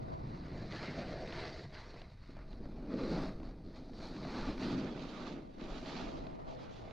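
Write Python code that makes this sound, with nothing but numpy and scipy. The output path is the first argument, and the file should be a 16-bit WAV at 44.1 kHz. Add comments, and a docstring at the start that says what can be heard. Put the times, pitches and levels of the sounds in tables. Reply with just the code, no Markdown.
"""On a slope of firm, chopped-up snow, a snowboard links turns, heard from a camera on the rider.
Wind noise is slow and fast pressure swings; loose snow patters as tiny random clicks.
Lumps knock, thud and crack as short noise bursts, and the loaded board booms at changing pitches.
Noise shaped by the load makes the ruts drum, the base grind and the edge scrape and hiss.
The snow sounds start wide, close almost to mono for the middle of the run, then open again."""
import sys
import numpy as np
from scipy import signal
from scipy.fft import rfft, irfft, next_fast_len
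from scipy.io import wavfile
from scipy.ndimage import uniform_filter1d, map_coordinates

SR = 44100
rng = np.random.default_rng(int(sys.argv[2]) if len(sys.argv) > 2 else 0)


def generate_wav(sig):
    """Save sig (samples, or channels by samples) to the path in sys.argv[1] as 16-bit PCM at SR."""
    pcm = np.round(np.clip(np.atleast_2d(sig).T, -1, 1) * 32767).astype(np.int16)
    wavfile.write(sys.argv[1], SR, pcm)


N = 305172  # length in samples


def amp(db):
    """Turn decibels into gain."""
    return 10 ** (np.asarray(db) / 20)


def unit(x):
    """Scale to an rms of 1."""
    return x / np.sqrt(np.mean(x ** 2) + 1e-20)


def in_db(gains):
    """Joint level of unrelated sounds: their powers add."""
    return 10 * np.log10(sum(g ** 2 for g in gains) + 1e-20)


def along(points, hz):
    """Read (frequency [Hz], value) points on a log frequency axis."""
    f, v = np.transpose(points)
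    return np.interp(np.log(hz + 1), np.log(f + 1), v)


def curves(rows):
    """Give one value per sample for each column after the time."""
    s, *columns = np.transpose(rows)
    return [np.interp(np.arange(N) / SR, s, column) for column in columns]


def ramp(middle, length):
    """Move steadily from 0 to 1 around a moment; both arguments are in seconds."""
    return np.clip((np.arange(N) / SR - middle) / length + .5, 0, 1)


def swell(start, held, attack, release):
    """Rise, hold and fall as a gain; attack and release are seconds per 20 dB."""
    t = np.arange(N) / SR - start
    rise = np.minimum(t, 0) / attack
    fall = np.maximum(t - held, 0) / release
    return amp(20 * (rise - fall))


def wobble(rate):
    """A smooth random curve at rms 1, made from rate random points a second."""
    points = rng.standard_normal(int(N * rate / SR) + 4)
    return unit(map_coordinates(points, [np.arange(N) * rate / SR]))


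def filtered(x, response):
    """Multiply the spectrum of x by a response of frequency."""
    m = next_fast_len(N + SR // 4)
    return irfft(rfft(x, m) * response(np.fft.rfftfreq(m, 1 / SR)), m)[..., :N]


# resonances shared by all the coloured noises: (frequency [Hz], width [Hz], lift [dB])
RESONANCES = [(247, 68, 0.5), (497, 84, 1.5), (644.5, 71, 7.5), (753, 83, 2), (935, 160, 2),
              (1183, 120, 3.5), (1444, 210, 2), (2080, 130, 1), (2435, 120, 3), (3950, 640, 2.5),
              (4500, 250, 2)]


def coloured(x, spectrum):
    """Give x a spectrum plus the shared resonances, then scale it to rms 1."""
    def response(hz):
        lift = sum(db / (1 + (2 * (hz - centre) / width) ** 2) for centre, width, db in RESONANCES)
        return amp(along(spectrum, hz) + lift)
    return unit(filtered(x, response))


def blend(force, first, second, share):
    """Fade one force from a first to a second colour; the squared gains add up to 1."""
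    share = np.clip(share, 0, 1)
    return np.sqrt(1 - share) * coloured(force, first) + np.sqrt(share) * coloured(force, second)


def fractures(rate, scatter_db, smooth):
    """Two streams of tiny breaks of random size, rate a second, over smooth sliding friction."""
    breaks = (rng.random((2, N)) < rate / SR) * rng.choice([-1, 1], (2, N))
    sizes = amp(scatter_db * np.clip(rng.standard_normal((2, N)), -2, 2))
    return unit(unit(breaks * sizes) + smooth * rng.standard_normal((2, N)))


# air pressing on the camera: (time [s], slow swell level [dB], flutter level before its wobble [dB])
AIR_PRESSURE = [(0, -51, -48.5), (.5, -53.5, -48.5), (1.6, -53.5, -54), (2.15, -56, -59), (2.6, -47, -55),
                (3.0, -49, -67), (3.3, -42.5, -50.5), (3.55, -50.5, -58), (3.75, -49.5, -57.5),
                (4.1, -52.5, -58), (4.48, -44, -54), (4.8, -55, -51), (5.25, -55, -67), (5.48, -58, -59),
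                (5.68, -45.5, -71.5), (5.85, -54, -59.5), (6.08, -47.5, -56), (6.35, -58, -57.5),
                (6.92, -58.5, -54.5)]
# wind whirling across the microphone ports: (time [s], held [s], level before its wobble [dB])
GUSTS = [(0, 0.082, -48), (4.7, 2.2, -59), (6.08, 0.53, -49.5), (6.7, 0.22, -60)]
# wind howling in the housing: (time [s], held [s], level before its wobble [dB])
HOWLS = [(0.12, 0.25, -56), (6.3, 0.2, -64)]
GUST_ATTACK_S, GUST_RELEASE_S = 0.33, 0.42  # time to rise or fall by 20 dB
# colour of the slow swell: (frequency [Hz], relative level [dB])
RUMBLE_COLOUR = [(8, -5.5), (22, 4.5), (42, -0.5), (62, -10), (100, -27), (300, -72.5)]
# colour of the faster flutter: (frequency [Hz], relative level [dB])
FLUTTER_COLOUR = [(35, -9.5), (65, -3), (90, -1), (135, -1), (175, -7), (260, -15), (700, -70.5)]
# colour of the small eddies at the ports: (frequency [Hz], relative level [dB])
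EDDY_COLOUR = [(20, 5), (100, 3.5), (300, 4), (560, 2), (900, -1), (1200, -10), (2000, -23.5), (4000, -51),
               (9000, -61)]
# colour of the howl: (frequency [Hz], relative level [dB])
HOWL_COLOUR = [(400, -26), (700, -7.5), (980, 0), (1250, -14), (2000, -23), (5000, -59)]


def wind():
    """Pressure swings reach both ports alike; eddies and howl push them against each other: (mid, side)."""
    swell_db, flutter_db = curves(AIR_PRESSURE)
    rumble = coloured(rng.standard_normal(N), RUMBLE_COLOUR) * amp(swell_db)
    flutter = coloured(rng.standard_normal(N), FLUTTER_COLOUR) * amp(flutter_db + 1.4 * wobble(7.1))
    gusts = [amp(db) * swell(s, held, GUST_ATTACK_S, GUST_RELEASE_S) for s, held, db in GUSTS]
    eddies = coloured(rng.standard_normal(N), EDDY_COLOUR) * amp(in_db(gusts))
    howls = [amp(db) * swell(s, held, GUST_ATTACK_S, GUST_RELEASE_S) for s, held, db in HOWLS]
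    howl = coloured(rng.standard_normal(N), HOWL_COLOUR) * amp(in_db(howls))
    return np.array([rumble + flutter, (eddies + howl) * amp(1.9 * wobble(35))])


FULL_SCRAPE_DB = -50  # scrape level that counts as a full scrape
SPRAY_DB, SPRAY_GROWS = -92, 0.19  # patter level under a full scrape; dB of patter per dB of scrape
# the edge throws up loose snow: (time [s], held [s], level [dB])
THROWS = [(1.38, .1, -97), (3.11, 0.16, -87), (4.05, .04, -89), (4.25, .25, -91), (4.62, 0.078, -85),
          (5.03, 0.18, -93), (5.72, 0.21, -93)]
THROW_ATTACK_S, THROW_RELEASE_S = .2, .15  # time to rise or fall by 20 dB
# colour of the falling crystals: (frequency [Hz], relative level [dB])
POWDER_COLOUR = [(6000, -21), (8500, 6.5), (10500, 0), (12800, -2.5), (15000, -12.5)]


def spray(scrape_db):
    """Loose crystals patter louder the harder the edge scrapes, and in thrown sheets: (mid, side)."""
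    patter = amp(SPRAY_DB + SPRAY_GROWS * (scrape_db - FULL_SCRAPE_DB))
    sheets = [amp(db) * swell(s, held, THROW_ATTACK_S, THROW_RELEASE_S) for s, held, db in THROWS]
    crystals = coloured(fractures(rate=1500, scatter_db=2.5, smooth=1.2), POWDER_COLOUR)
    return crystals * amp(in_db([patter] + sheets))


# lumps under the board, levels before the soft start and the doubling of knock and crack:
# (time [s], knock level [dB], thud level [dB], crack level [dB])
LUMPS = [(0.374, -48.5, -57, -65), (0.723, -51, -47, -49), (.761, -54, -45, -46.5), (.884, -57, -37, -62),
         (1.274, -54, -58, -51), (1.324, -52, -61, -47), (1.361, -52, -55, -55), (1.724, -55, -57, -64),
         (1.75, -61, -58, -52), (1.94, -48, -52, -61), (1.96, -49, -60, -71), (2.016, -50, -67, -52.5),
         (2.291, -75, -46, -75), (2.367, -48.5, -61, -68), (2.389, -52, -63, -71), (2.529, -53, -60, -58),
         (2.603, -66, -44, -76), (2.655, -54, -47, -63), (2.775, -52, -55, -76), (2.937, -55, -35, -56),
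         (3.4, -54, -46, -67), (3.43, -47, -46, -67), (3.894, -47, -61, -76), (3.933, -58, -48, -62),
         (4.164, -56, -48, -53), (4.249, -43, -39, -63), (4.487, -53, -33, -55), (4.578, -50, -55, -51),
         (4.845, -59, -30.5, -62), (4.924, -61, -32, -56), (5.582, -60, -48, -63), (5.611, -54, -37, -55),
         (5.859, -50, -47, -51), (6.267, -47, -42.5, -55.5), (6.391, -52, -45, -69), (6.851, -52, -50, -65),
         (6.909, -51, -61, -57)]
KNOCK_ATTACK_S, THUD_ATTACK_S, CRACK_ATTACK_S = .0015, 0.0026, .0007  # time constants of the rise
# colour of a knock on the base: (frequency [Hz], relative level [dB])
KNOCK_COLOUR = [(150, -26), (600, 23), (1300, 7), (2200, -1), (3200, -14), (4500, -10), (6500, -13),
                (9000, -34), (15000, -52)]
# colour of the deck in thuds, and in drumming off the first edge: (frequency [Hz], relative level [dB])
DECK_OTHER = [(80, -26.5), (120, -7.5), (170, 1.5), (210, 0.5), (260, 3.5), (340, -0.5), (450, -9.5),
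              (620, -17.5), (1200, -81)]
# colour of a lump cracking apart: (frequency [Hz], relative level [dB])
CRACK_COLOUR = [(400, -22), (1200, 3.5), (2200, 6), (3200, 5), (4400, 4.5), (6000, -14), (8000, -40),
                (14000, -46)]


def lumps(knock_t60=0.021, thud_t60=0.084, crack_t60=0.016):
    """Lumps knock on the base, thump the deck and crack; each t60 is seconds to fall 60 dB: (mid, side)."""
    knock, thud, crack = np.zeros((3, N + SR))
    t = np.arange(SR // 4) / SR

    def burst(db, t60, attack):
        return amp(db - 60 * t / t60) * (1 - np.exp(-t / attack))

    for s, knock_db, thud_db, crack_db in LUMPS:
        start = round(s * SR)
        knock[start:][:len(t)] += burst(knock_db, knock_t60, KNOCK_ATTACK_S)
        thud[start:][:len(t)] += burst(thud_db, thud_t60, THUD_ATTACK_S)
        crack[start:][:len(t)] += burst(crack_db, crack_t60, CRACK_ATTACK_S)
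    force = rng.standard_normal((2, N))
    return (2 * knock[:N] * coloured(force, KNOCK_COLOUR)
            + thud[:N] * coloured(force, DECK_OTHER)
            + 2 * crack[:N] * coloured(force, CRACK_COLOUR))


# the loaded board flexes and booms: (time [s], held [s], pitch [Hz], level [dB])
BOOMS = [(.98, 0.053, 627, -48.5), (1.12, 0.098, 596, -49.5), (2.94, 0.13, 480, -47),
         (3.14, 0.087, 175, -47), (4.67, 0.21, 245, -43.5), (4.76, 0.082, 145, -48.5),
         (5.271, 0.091, 327, -51), (6.0, 0.068, 294, -52.5), (6.545, 0.022, 530, -55)]
BOOM_WIDTH, BOOM_ATTACK_S, BOOM_RELEASE_S = 0.4, .07, 0.14  # width per pitch; times per 20 dB


def booms():
    """Sliding friction drives one broad resonance of the bent board: (mid, side)."""
    sound = np.zeros((2, N))
    for s, held, pitch, db in BOOMS:
        body = lambda hz: 1 / (1 + (2 * (hz - pitch) / (BOOM_WIDTH * pitch)) ** 4)
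        tone = unit(filtered(rng.standard_normal((2, N)), body))
        sound += tone * amp(db) * swell(s, held, BOOM_ATTACK_S, BOOM_RELEASE_S)
    return sound


def bites(rate, release, size=45):
    """The edge catches at random over size samples, eases off with time constant release [s], and saturates."""
    catches = (rng.random(N) < rate / SR) * rng.uniform(0.62, 1, N)
    load = signal.lfilter(np.hanning(size), [1, -np.exp(-1 / (release * SR))], catches)
    # the crust bears only so much load
    return unit(np.tanh(unit(load - load.mean()) / 2))


PATCH_DB, PATCH_HZ, PATCH_S = 2, 260, .035  # depth, width and length of a patch's colour


def patchy(x):
    """The colour shifts at random from one patch of snow to the next."""
    hz, t, z = signal.stft(x, SR, nperseg=512)
    field = rng.standard_normal(z.shape[1:])
    field = uniform_filter1d(field, max(1, round(PATCH_HZ / hz[1])), axis=0)
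    field = uniform_filter1d(field, max(1, round(PATCH_S / t[1])), axis=1)
    return unit(signal.istft(z * amp(PATCH_DB * unit(field)), nperseg=512)[1][:, :N])


# how hard the ruts drum on the deck: (time [s], level before uneven grip [dB])
RUTS = [(0, -55.5), (.9, -48), (1.2, -49.5), (1.55, -57), (1.98, -64), (2.1, -81), (2.22, -76),
        (2.36, -62.5), (2.6, -53.5), (2.87, -47.5), (2.97, -40), (3.14, -37), (3.37, -50), (3.6, -53),
        (3.95, -53), (4.47, -41.5), (4.56, -46), (4.65, -39.5), (4.83, -41), (5.17, -49), (5.33, -44),
        (5.53, -57.5), (5.63, -48.5), (5.82, -48), (6.05, -44), (6.32, -55.5), (6.92, -60.5)]
# the flat base gliding, before dips and uneven grip: (time [s], scrape level [dB], hiss level [dB])
GLIDE = [(0, -67.5, -74.5), (.6, -73.5, -67.5), (2.12, -83.5, -77), (2.85, -66.5, -74.5), (3.6, -77.5, -77),
         (4.2, -65.5, -66.5), (5.5, -77, -75.5), (6.2, -65, -68.5), (6.4, -65.5, -73), (6.6, -68.5, -78),
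         (6.92, -62.5, -71)]
# the edge pushing into the snow, before dips and uneven grip:
# (time [s], held [s], scrape level [dB], base grinding level [dB], crystal hiss level [dB])
PUSHES = [(.085, 0.049, -69, -60.5, -72.5), (.27, 0.13, -68.5, -81, -75), (.44, 0.026, -63, -64, -78),
          (.54, 0.11, -63, -55, -68.5), (0.728, 0.059, -52.5, -56.5, -57.5),
          (0.816, 0.086, -50, -50.5, -57.5), (.96, 0.066, -52.5, -49.5, -59), (1.08, 0.21, -56, -49, -60.5),
          (1.335, 0.058, -51, -50, -57.5), (1.41, 0.072, -51, -48.5, -56), (1.55, 0.16, -59, -54, -61.5),
          (1.745, 0.053, -56, -60.5, -61), (1.86, 0.17, -62.5, -59.5, -68), (2.1, 0.1, -77, -86, -78),
          (2.235, 0.076, -71.5, -85, -73), (2.37, 0.044, -67.5, -83, -91), (2.515, 0.014, -67, -66, -71.5),
          (2.64, 0.012, -68, -60, -78), (2.925, 0.016, -58.5, -65, -67.5), (2.988, 0.11, -52.5, -60, -59),
          (3.129, 0.12, -51, -48.5, -56.5), (3.45, 0.02, -62, -58, -69.5), (3.76, 0.015, -62.5, -60.5, -65),
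          (3.96, 0.028, -70, -74, -66), (4.03, 0.042, -56, -55, -57.5), (4.16, 0.01, -59, -67, -63),
          (4.23, 0.07, -55, -57.5, -61), (4.35, 0.14, -50, -55, -58.5), (4.613, 0.11, -49.5, -64, -56.5),
          (4.78, 0.11, -54, -57, -60.5), (4.97, 0.18, -57, -57, -60.5), (5.18, .12, -55, -56, -58),
          (5.36, 0.019, -63, -61, -74), (5.598, 0.055, -57.5, -57.5, -62), (5.715, 0.071, -57, -55, -58),
          (5.869, 0.14, -52, -53.5, -54), (6.05, 0.045, -55.5, -55.5, -60.5), (6.15, 0.02, -62, -57, -65),
          (6.49, 0.048, -64.5, -56, -65.5), (6.625, 0.0088, -58.5, -61, -63), (6.725, 0.064, -68, -80, -65)]
PUSH_ATTACK_S, PUSH_RELEASE_S = .075, 0.14  # time to rise or fall by 20 dB
# short dips in the grind, scrape and hiss level, many just before a push:
# (time [s], length [s], drop, negative is a rise [dB])
DIPS = [(1.696, 0.072, 10), (2.065, .07, 2), (2.604, 0.036, 4), (2.687, 0.059, 2), (2.877, 0.068, -0.5),
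        (2.958, 0.025, 3.5), (3.365, 0.048, 1.5), (3.92, .04, 3), (4.567, 0.024, 0.5), (5.576, 0.047, 5),
        (6.44, 0.046, 1), (6.577, 0.043, 0), (6.68, 0.034, 3)]
GLIDE_GRIND_DB, RUT_GRIND_DB = 5.5, -16.5  # grinding relative to the glide's scrape and to the drumming


def contact():
    """Levels of drum, grind, scrape and hiss: pushes add to the glide; all but the drum dip briefly."""
    drum_db, = curves(RUTS)
    glide_db, glide_hiss_db = curves(GLIDE)
    scrape, hiss = [amp(glide_db)], [amp(glide_hiss_db)]
    grind = [amp(glide_db + GLIDE_GRIND_DB), amp(drum_db + RUT_GRIND_DB)]
    for s, held, scrape_db, grind_db, hiss_db in PUSHES:
        push = swell(s, held, PUSH_ATTACK_S, PUSH_RELEASE_S)
        scrape.append(push * amp(scrape_db))
        grind.append(push * amp(grind_db))
        hiss.append(push * amp(hiss_db))
    t = np.arange(N) / SR
    dip_db = sum(db * np.exp(-(2 * (t - s) / length) ** 4) for s, length, db in DIPS)
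    return drum_db, in_db(grind) - dip_db, in_db(scrape) - dip_db, in_db(hiss) - dip_db


# the rider rolls onto the first edge, then back: (middle time [s], length [s])
EDGE_CHANGES = [(.3, 0.93), (2.25, 0.42)]
SKID_S, SKID_ONSET_S = 4.54, 0.62  # the clean carve breaks into a sideways drift: middle, length
LOOSE_GROWS = 0.04  # a lightly loaded edge catches less evenly: added share per dB below a full scrape
SLIDE_DB = -77  # the even whisper of the base, always on the snow
# deck colour on the first edge: (frequency [Hz], relative level [dB])
DECK_FIRST = [(80, -28), (130, 3.5), (170, 3.5), (230, 0), (310, 1.5), (420, -20), (600, -54), (1200, -68)]
# base colour on the first edge: (frequency [Hz], relative level [dB])
BASE_FIRST = [(200, -30), (340, 1.5), (470, -2.5), (590, -5), (730, -6.5), (830, -18.5), (1100, -33),
              (3000, -77)]
# base colour on the other edge: (frequency [Hz], relative level [dB])
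BASE_OTHER = [(200, -30.5), (340, -3.5), (500, -1), (600, -4), (730, -6), (850, -6.5), (1200, -26),
              (3000, -85)]
# scrape colour of the first edge: (frequency [Hz], relative level [dB])
SCRAPE_FIRST = [(450, -26), (850, 1.5), (1250, -1.5), (1700, 1.5), (2050, 3), (2400, -4), (2800, -6),
                (3400, -13), (5000, -21.5), (9000, -87)]
# scrape colour of the other edge: (frequency [Hz], relative level [dB])
SCRAPE_OTHER = [(450, -19.5), (800, 1.5), (1250, 2), (1650, -2), (2300, -4.5), (2900, -11), (3500, -22),
                (5000, -42), (9000, -78)]
# colour of crystals sheared in a clean carve: (frequency [Hz], relative level [dB])
HISS_CARVE = [(1500, -30.5), (3200, -9), (3950, -2.5), (4550, -1), (5300, -8), (6600, -16.5), (8000, -28.5),
              (10000, -40.5), (13000, -61)]
# colour of crystals sheared in a sideways drift: (frequency [Hz], relative level [dB])
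HISS_SKID = [(1500, -21), (2600, -0.5), (3400, 0), (4450, -1.5), (5200, -6), (6600, -13), (7500, -21),
             (8300, -36), (12000, -48)]


def board(drum_db, grind_db, scrape_db, hiss_db):
    """Ruts drum on the deck, the base grinds, the edge breaks crust and shears crystals: (mid, side)."""
    edge = 1 - ramp(*EDGE_CHANGES[0]) + ramp(*EDGE_CHANGES[1])  # 0 is the first edge, 1 the other
    skid = ramp(SKID_S, SKID_ONSET_S)
    # uneven grip shakes these four sounds together
    loose = 1 + LOOSE_GROWS * np.clip(FULL_SCRAPE_DB - scrape_db, 0, 20)
    grip = loose * (bites(rate=280, release=0.0037) + .5 * wobble(36))
    drum = blend(fractures(rate=900, scatter_db=1.5, smooth=0.64), DECK_FIRST, DECK_OTHER, edge)
    grind = blend(fractures(rate=830, scatter_db=0.0, smooth=0.6), BASE_FIRST, BASE_OTHER, edge)
    # scrape and hiss each meet their own patches of snow
    crust = patchy(fractures(rate=2800, scatter_db=3.0, smooth=0.79))
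    scrape = blend(crust, SCRAPE_FIRST, SCRAPE_OTHER, edge)
    crystals = patchy(fractures(rate=2800, scatter_db=1.5, smooth=0.93))
    hiss = blend(crystals, HISS_CARVE, HISS_SKID, skid)
    whisper = coloured(rng.standard_normal((2, N)), SCRAPE_FIRST) * amp(SLIDE_DB)
    return (drum * amp(drum_db + 0.78 * grip)
            + grind * amp(grind_db + 0.5 * grip)
            + scrape * amp(scrape_db + 0.68 * grip)
            + hiss * amp(hiss_db + 0.76 * grip + 0.56 * wobble(40))
            + whisper)


# stereo spread of the snow: (frequency [Hz], side level before the 7.5 dB cut and the width gain [dB])
SPREAD = [(100, -33), (300, -40), (600, -28.5), (1200, 2.5), (2200, 2), (4200, 3.5), (8000, 9.5),
          (13000, 11)]
# leaning of the snow: (frequency [Hz], left minus right before the width gain [dB])
LEAN = [(500, 0), (900, -6.5), (1460, -16), (2500, -8), (4200, -4.5), (7200, 0.5)]
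NARROW_S, WIDEN_S = (0.33, 0.76), (4.51, 0.55)  # the image closes and opens: (middle, length)
WIDE_DB, NARROW_DB = -4, -26.5  # side gain of the snow sounds


def scene():
    """Snow sounds, leaning to the right while the image is wide, join the wind: (left, right)."""
    drum_db, grind_db, scrape_db, hiss_db = contact()
    mid, side = board(drum_db, grind_db, scrape_db, hiss_db) + spray(scrape_db) + lumps() + booms()
    side = filtered(side, lambda hz: amp(along(SPREAD, hz) - 7.5))

    def lean_response(hz):
        left_to_right = amp(along(LEAN, hz))
        return (left_to_right - 1) / (left_to_right + 1)

    lean = filtered(mid, lean_response)
    narrow = ramp(*NARROW_S) - ramp(*WIDEN_S)
    width_db = WIDE_DB + (NARROW_DB - WIDE_DB) * narrow
    mid, side = np.array([mid, (side + lean) * amp(width_db)]) + wind()
    return np.array([mid + side, mid - side])


TOP_HZ = 15100  # band limit of the camera


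def record(dry):
    """The camera keeps nothing above its band limit."""
    return filtered(dry, lambda hz: hz < TOP_HZ)


dry = scene()
out = record(dry)
generate_wav(out)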